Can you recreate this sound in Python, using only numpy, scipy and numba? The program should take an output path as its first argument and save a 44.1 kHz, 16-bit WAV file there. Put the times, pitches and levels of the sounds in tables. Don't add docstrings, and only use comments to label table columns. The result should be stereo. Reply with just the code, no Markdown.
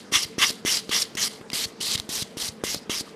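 import sys
import numpy as np
from scipy import signal
from scipy.io import wavfile
from numba import njit

SR = 44100
rng = np.random.default_rng(int(sys.argv[2]) if len(sys.argv) > 2 else 0)


def decibels_to_gain(level_db):
    exponent = np.asarray(level_db, float) / 20
    return 10 ** exponent


def store_wav(level_fs):
    pcm = np.round(np.clip(np.atleast_2d(level_fs), -1, 1) * 32767)
    wavfile.write(sys.argv[1], SR, pcm.T.astype(np.int16))


N = 138915
RINGING_SHARE = 0.4


def rms_one(x):
    return x / np.sqrt(np.mean(x ** 2) + 1e-20)


def drift(rate_hz):
    r = np.exp(-2 * np.pi * rate_hz / SR)
    wander = signal.lfilter([1], [1, -2 * r, r * r], rng.standard_normal(N + SR))
    return rms_one(wander[SR:])


def butter(x, order, hz, kind="low"):
    return signal.sosfilt(signal.butter(order, hz, kind, fs=SR, output="sos"), x)


def resonance(x, hz, width_hz):
    r = np.exp(-np.pi * width_hz / SR)
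    poles = [1, -2 * r * np.cos(2 * np.pi * hz / SR), r * r]
    return signal.lfilter(np.array([1, 0, -1]) * (1 - r * r) / 2, poles, x)


@njit
def moving_resonance(x, turn, r):
    y = np.zeros(len(x))
    for i in range(2, len(x)):
        y[i] = x[i] - x[i - 2] + 2 * r * np.cos(turn[i]) * y[i - 1] - r * r * y[i - 2]
    return y


def coloured(x, spectrum, patchy_db):
    hz, db = np.transpose(spectrum)
    edges_hz = 25 * 2 ** np.arange(0, 9.6, 1 / 3)
    out = 0
    for k, (low, high) in enumerate(zip(edges_hz, edges_hz[1:])):
        level_db = np.interp(np.log(np.sqrt(low * high)), np.log(hz), db)
        if level_db > -60:
            band = butter(x, 2, [low, high], "band")
            out = out + decibels_to_gain(level_db + patchy_db * drift(15.6)) * band * (-1) ** k
    return rms_one(out)


def scratch():
    grit_gain, nail_gain, block_hz, block_share = pressure()
    surface = grit_hiss(grit_gain) + block_share * block(block_hz)
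    surface = surface / np.sqrt(1 + block_share ** 2)
    catch = grains(RINGING_SHARE)
    return grit_gain * surface + nail_gain * (nail_ring(catch) + finger(catch))


def pressure():
    # start/s, end/s, scratch at start/dB, scratch at end/dB, attack/s
    strokes = [(.115, .252, -20, -34, 0.033), (.382, .511, -29.5, -26, 0.0066),
               (.650, .800, -30, -33.5, 0.013), (.910, 1.030, -29, -25, 0.008),
               (1.169, 1.280, -29.5, -29, 0.0034), (1.531, 1.655, -28, -30, 0.00047),
               (1.803, 1.959, -30.5, -26, 0.0058), (2.090, 2.231, -32.5, -33.5, 0.0016),
               (2.369, 2.492, -35.5, -38, 0.0037), (2.638, 2.7495, -33.5, -28.5, 0.00143),
               (2.896, 3.0095, -34.5, -32.5, 0.00244)]
    # nail share at start/dB, at end/dB, block f at start/Hz, at end/Hz, block share/dB
    travel = [(-0.5, -10, 5760, 5100, 0), (3.5, -11.5, 5840, 4500, 0), (4, -13.5, 5970, 4360, 1),
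              (5, -29, 5300, 5080, 0), (-0.5, -7.5, 6640, 4800, 0.5), (-8.5, -13, 4750, 3500, -5),
              (-11.5, -12.5, 4340, 4070, 0.5), (-20, -25, 6400, 4560, -7), (-8, -26.5, 4900, 5900, -7),
              (-3, -26, 6280, 4900, -4), (8, -26, 6160, 4650, -1)]
    # t/s, half width/s, scratch level/dB, nail level/dB
    surges = [(0.157, 0.015, -27.5, -21), (0.23, 0.0066, -28.5, -59), (0.433, 0.015, -22.5, -17.5),
              (.505, 0.004, -45, -52), (0.721, 0.04, -23.5, -36.5), (0.771, 0.0056, -26.5, -54),
              (0.955, 0.025, -26.5, -26), (1.024, 0.0032, -29, -59), (1.233, 0.023, -24.5, -45),
              (1.521, 0.0038, -41.5, -40), (1.644, 0.0051, -40, -53), (1.813, 0.0034, -30, -56),
              (1.953, 0.0027, -47, -28.5), (1.984, 0.013, -39, -39), (2.167, 0.034, -29.5, -53),
              (2.225, 0.0027, -31, -37), (2.438, 0.032, -29.5, -47), (2.69, 0.023, -36, -36.5),
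              (2.765, 0.016, -37, -59), (2.937, 0.038, -31.5, -37.5), (3.008, 0.002, -30.5, -60),
              (3.015, 0.0048, -38, -64)]
    # start/s, level/dB, steady/s, fade to -60 dB/s (sign ignored)
    returns = [(0, -47.5, 0.011, 0.27), (.252, -45, 0.026, 0.3), (0.512, -39, 0.0048, 0.32),
               (.800, -45, 0.0089, 0.57), (1.031, -35.5, 0.0045, 0.14), (1.036, -46, 0.0091, 0.5),
               (1.282, -44, 0.061, -0.28), (1.34, -61, 0.027, -0.4), (1.657, -45.5, 0.015, 0.28),
               (2.001, -47.5, 0.0094, 0.34), (2.231, -47.5, 0.012, 0.45), (2.495, -52.5, 0.029, 0.25),
               (2.782, -56, 0.051, 0.1), (3.022, -52, 0.076, 0.2)]
    release_s, return_nail_db = 0.0016, -6.5
    return_block_hz, return_after_s = 4187, 0.026
    t = np.arange(N) / SR
    grit, nail = np.zeros(N), np.zeros(N)
    path = [(0, return_block_hz)]

    for (start, end, db0, db1, attack), (share0, share1, hz0, hz1, _) in zip(strokes, travel):
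        along = np.clip((t - start) / (end - start), 0, 1)
        touch = np.clip((t - start) / attack, 0, 1) * decibels_to_gain(db0 + (db1 - db0) * along)
        touch = touch * np.exp(-np.maximum(t - end, 0) / release_s)
        grit = grit + touch ** 2
        nail = nail + (touch * decibels_to_gain(share0 + (share1 - share0) * along)) ** 2
        path += [(start - release_s, return_block_hz), (start, hz0)]
        path += [(end, hz1), (end + return_after_s, return_block_hz)]

    for s, half, grit_db, nail_db in surges:
        landing = max(row[0] for row in strokes if row[0] < s)
        bell = np.exp(-((t - s) / half) ** 2) * (t >= landing)
        grit = grit + bell * decibels_to_gain(2 * grit_db)
        nail = nail + bell * decibels_to_gain(2 * nail_db)

    for s, db, steady, fade in returns:
        drag = (t >= s) * decibels_to_gain(2 * db - 120 * np.maximum(t - s - steady, 0) / abs(fade))
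        grit = grit + drag
        nail = nail + drag * decibels_to_gain(2 * return_nail_db)

    block_hz = np.interp(t, *np.transpose(path))
    turns_s = np.array(strokes)[:, :2].ravel()
    block_share_db = np.interp(t, turns_s, np.repeat(np.array(travel)[:, 4], 2))
    return np.sqrt(grit), np.sqrt(nail), block_hz, decibels_to_gain(block_share_db)


def grains(share=1):
    per_s, spread_db, chatter_db, chatter_hz = 13000, 2.7, 1.2, 150
    sizes = decibels_to_gain(spread_db * np.minimum(rng.exponential(1, N), 5)) * rng.choice([-1, 1], N)
    caught = rng.random(N) < share * per_s / SR
    return rms_one(sizes * caught * decibels_to_gain(chatter_db * drift(chatter_hz)))


def grit_hiss(grit_gain):
    # f/Hz, level/dB
    grit = [(1500, -10), (2500, -6), (3700, -0.5), (4700, 0), (7000, -4.5), (10300, -6.5), (14100, -21),
            (16200, -42.5)]
    reference_db, brightening, bright_from_hz = -78, 0.078, 11800
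    hiss = coloured(grains(), grit, patchy_db=2.0)
    dull = butter(hiss, 2, bright_from_hz)
    bright = (hiss - dull) * (grit_gain / decibels_to_gain(reference_db)) ** brightening
    return rms_one(dull + bright)


def block(block_hz):
    # f/Hz, width/Hz, level/dB
    modes = [(4820, 170, -11.5), (5470, 51, -36), (5640, 65, -7.5), (6220, 100, -43)]
    hump_width_hz, mode_db, patchy_db = 1500, 6, 1.5
    catch = grains(RINGING_SHARE) * decibels_to_gain(patchy_db * drift(30.0))
    struck = catch + sum(decibels_to_gain(db + mode_db) * resonance(catch, hz, width) for hz, width, db in modes)
    turn, r = 2 * np.pi * block_hz / SR, np.exp(-np.pi * hump_width_hz / SR)
    return rms_one(moving_resonance(moving_resonance(struck, turn, r), turn, r))


def nail_ring(catch):
    # f/Hz, width/Hz, level/dB
    modes = [(1200, 150, -8), (1560, 80, -12), (2070, 230, -2), (2760, 200, -6), (3150, 160, 0),
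             (3420, 260, -4)]
    spread, bed_db, gap_hz = 0.9, -14, 2400
    ring = 0
    for k, (hz, width_hz, db) in enumerate(modes):
        sign = (-1) ** (k + (hz > gap_hz))
        ring = ring + sign * decibels_to_gain(db + 2.0 * drift(14.5)) * resonance(catch, hz, spread * width_hz)
    bed = butter(catch[::-1], 3, [950, 3600], "band")
    return rms_one(rms_one(ring) + decibels_to_gain(bed_db) * rms_one(bed))


def finger(catch):
    hz, width_hz, level_db = 320, 220, -24
    return decibels_to_gain(level_db) * rms_one(resonance(resonance(catch, hz, width_hz), hz, width_hz))


def bites():
    # t/s, half width/s, level/dB, f/Hz
    bite_events = [(.145, 0.0037, -21, 2040), (0.153, 0.0012, -21, 3480), (.157, 0.0054, -22, 5760),
                   (.160, 0.0045, -18, 3250), (.176, 0.0025, -24, 3000), (.236, .003, -25, 4600),
                   (0.248, .003, -33, 4120), (.430, 0.009, -23.5, 2690), (0.444, 0.0015, -22, 3140),
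                   (0.467, 0.0082, -25, 5750), (.507, .003, -34, 4450), (0.692, 0.012, -28, 2870),
                   (.772, 0.0017, -19.5, 4500), (.79, 0.0045, -35, 3250), (.925, 0.015, -30.5, 2980),
                   (1.025, 0.0031, -21, 4340), (1.022, 0.0027, -24, 5560), (.935, 0.0046, -28, 2070),
                   (0.966, 0.01, -27, 5700), (1.235, 0.0095, -26.5, 4190), (1.225, .006, -29, 6900),
                   (1.533, .0012, -31, 4800), (1.554, .0015, -30, 2900), (1.645, 0.0087, -28.5, 4300),
                   (1.812, 0.0043, -32.5, 2930), (1.985, 0.0043, -35, 4200), (1.954, 0.0024, -25, 3860),
                   (1.957, 0.00076, -26, 3300), (2.228, 0.0015, -27, 3170), (2.215, .008, -31, 4030),
                   (2.422, 0.0035, -31, 3220), (2.484, 0.0038, -31, 4000), (2.486, 0.0045, -34.5, 4700),
                   (2.68, 0.0093, -38.5, 2150), (2.757, .005, -36, 4100), (2.779, 0.0017, -40, 4020),
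                   (2.82, 0.022, -53.5, 4900), (2.908, 0.0037, -35, 3250), (2.941, 0.0057, -41, 3130),
                   (2.94, 0.012, -39, 2230), (3.006, 0.0022, -30.5, 4300)]
    width_hz = 260
    out, t = np.zeros(N + SR), np.arange(-SR // 20, SR // 20) / SR
    for s, half, db, hz in bite_events:
        tone = rms_one(resonance(rng.standard_normal(len(t)), hz, width_hz))
        out[int((s + t[0]) * SR):][:len(t)] += decibels_to_gain(db) * tone * np.exp(-(t / half) ** 2 / 2)
    return out[:N]


def taps():
    # t/s, peak level/dB, scuff length/s, tip resonance f/Hz
    tap_events = [(0.893, -19, 0.011, 4400), (1.152, -19.5, 0.0045, 5300), (1.4125, -26.5, 0.0047, 1300),
                  (1.5016, -12.5, 0.0015, 3600), (1.5017, -23.5, 0.00086, 1510),
                  (1.978, -10.5, 0.00097, 3960), (1.9993, -3.5, 0.0009, 3900), (2.637, -16, 0.00067, 1510),
                  (2.746, -8, 0.0011, 4930), (2.782, -35.5, 0.0024, 4500), (2.895, -25, 0.00084, 1820),
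                  (3.001, -19, 0.0022, 4400)]
    width_hz, softness, scuff_db = 800, 2.3, -12
    out, t = np.zeros(N + SR), np.arange(SR // 20) / SR
    for s, db, length, hz in tap_events:
        scuff = decibels_to_gain(scuff_db) * rng.standard_normal(len(t)) * np.exp(-t / length)
        hit = decibels_to_gain(db + 10.5) * ((t == 0) + scuff)
        tick = resonance(hit, hz, width_hz) + 0.2 * hit
        out[int(s * SR):][:len(t)] += butter(tick, 2, softness * hz)
    return out[:N]


def bumps():
    # t/s, peak level/dB, f/Hz
    bump_events = [(0.122, -25.5, 300), (0.16, -36, 93), (0.251, -40, 93), (.382, -21, 298),
                   (.503, -27.5, 290), (.650, -19.5, 300), (.893, -25, 300), (1.152, -29.5, 243),
                   (1.4121, -33.5, 300), (1.532, -28, 218), (1.656, -40, 76.5), (1.806, -33, 298),
                   (1.951, -29.5, 116), (1.994, -37, 75), (2.091, -28.5, 262), (2.222, -28.5, 148),
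                   (2.370, -26.5, 295), (2.488, -37, 91), (2.638, -17, 386), (2.746, -26.5, 350),
                   (2.762, -35.5, 139), (2.896, -21.5, 296), (3.009, -29.5, 240)]
    cycles, low_hz, edge_hz = 2.02, 54, 18000
    out, t = np.zeros(N + SR), np.arange(SR // 10) / SR
    for s, db, hz in bump_events:
        swing = np.cos(2 * np.pi * hz * t - 0.8) * decibels_to_gain(-60 * (t * hz / cycles) ** 2)
        out[int(s * SR):][:len(t)] -= decibels_to_gain(db + 4) * swing
    return butter(out[:N], 2, [low_hz, edge_hz], "band")


def capsule_width(x):
    level_db, swing_db, from_hz, to_hz, decay_s = -21, 3, 5500, 15000, 0.002
    t = np.arange(SR // 40) / SR
    smear = butter(rng.standard_normal(len(t)) * np.exp(-t / decay_s), 2, [from_hz, to_hz], "band")
    smear = smear / np.sqrt(np.sum(smear ** 2))
    return decibels_to_gain(level_db + swing_db * drift(12.0)) * signal.fftconvolve(x, smear)[:N]


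def room(x):
    t60_s, wall_cut_hz, level_db = 0.32, 2900, -32
    t = np.arange(SR // 2) / SR
    tail = rng.standard_normal((2, len(t))) * decibels_to_gain(-60 * t / t60_s) * (t > 0.004)
    tail = butter(tail, 1, wall_cut_hz)
    tail = tail / np.sqrt(np.sum(tail ** 2, axis=1, keepdims=True))
    return decibels_to_gain(level_db) * signal.fftconvolve(x[None], tail, axes=1)[:, :N]


def hum():
    # f/Hz, level/dB
    tone = [(15, -50), (30, -26), (206, -0.5), (439, 5), (545, 2.5), (1480, -5.5), (4740, -13),
            (10400, -24), (16000, -73)]
    # f/Hz, width/Hz, level/dB
    peaks = [(208, 60, -48.5), (443.7, 19.6, -51.5)]
    level_db = -50
    out = decibels_to_gain(level_db) * coloured(rng.standard_normal(N), tone, patchy_db=3.5)
    for hz, width_hz, db in peaks:
        out = out + decibels_to_gain(db) * rms_one(resonance(rng.standard_normal(N), hz, width_hz))
    return out


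def scene():
    side_hum_db = -16.5
    near = scratch() + bumps() + taps() + bites()
    common, apart = room(near)
    mid = near + hum() + common
    side = apart + capsule_width(near) + decibels_to_gain(side_hum_db) * hum()
    return mid + side * [[1], [-1]]


def low_pass(x):
    return signal.sosfilt(signal.butter(12, 16480, fs=SR, output="sos"), x)


def record(dry):
    cutoff_hz = 16450
    cut = signal.sosfilt(signal.cheby2(12, 70, cutoff_hz, fs=SR, output="sos"), dry)
    return low_pass(cut)


dry = scene()
out = record(dry)
store_wav(out)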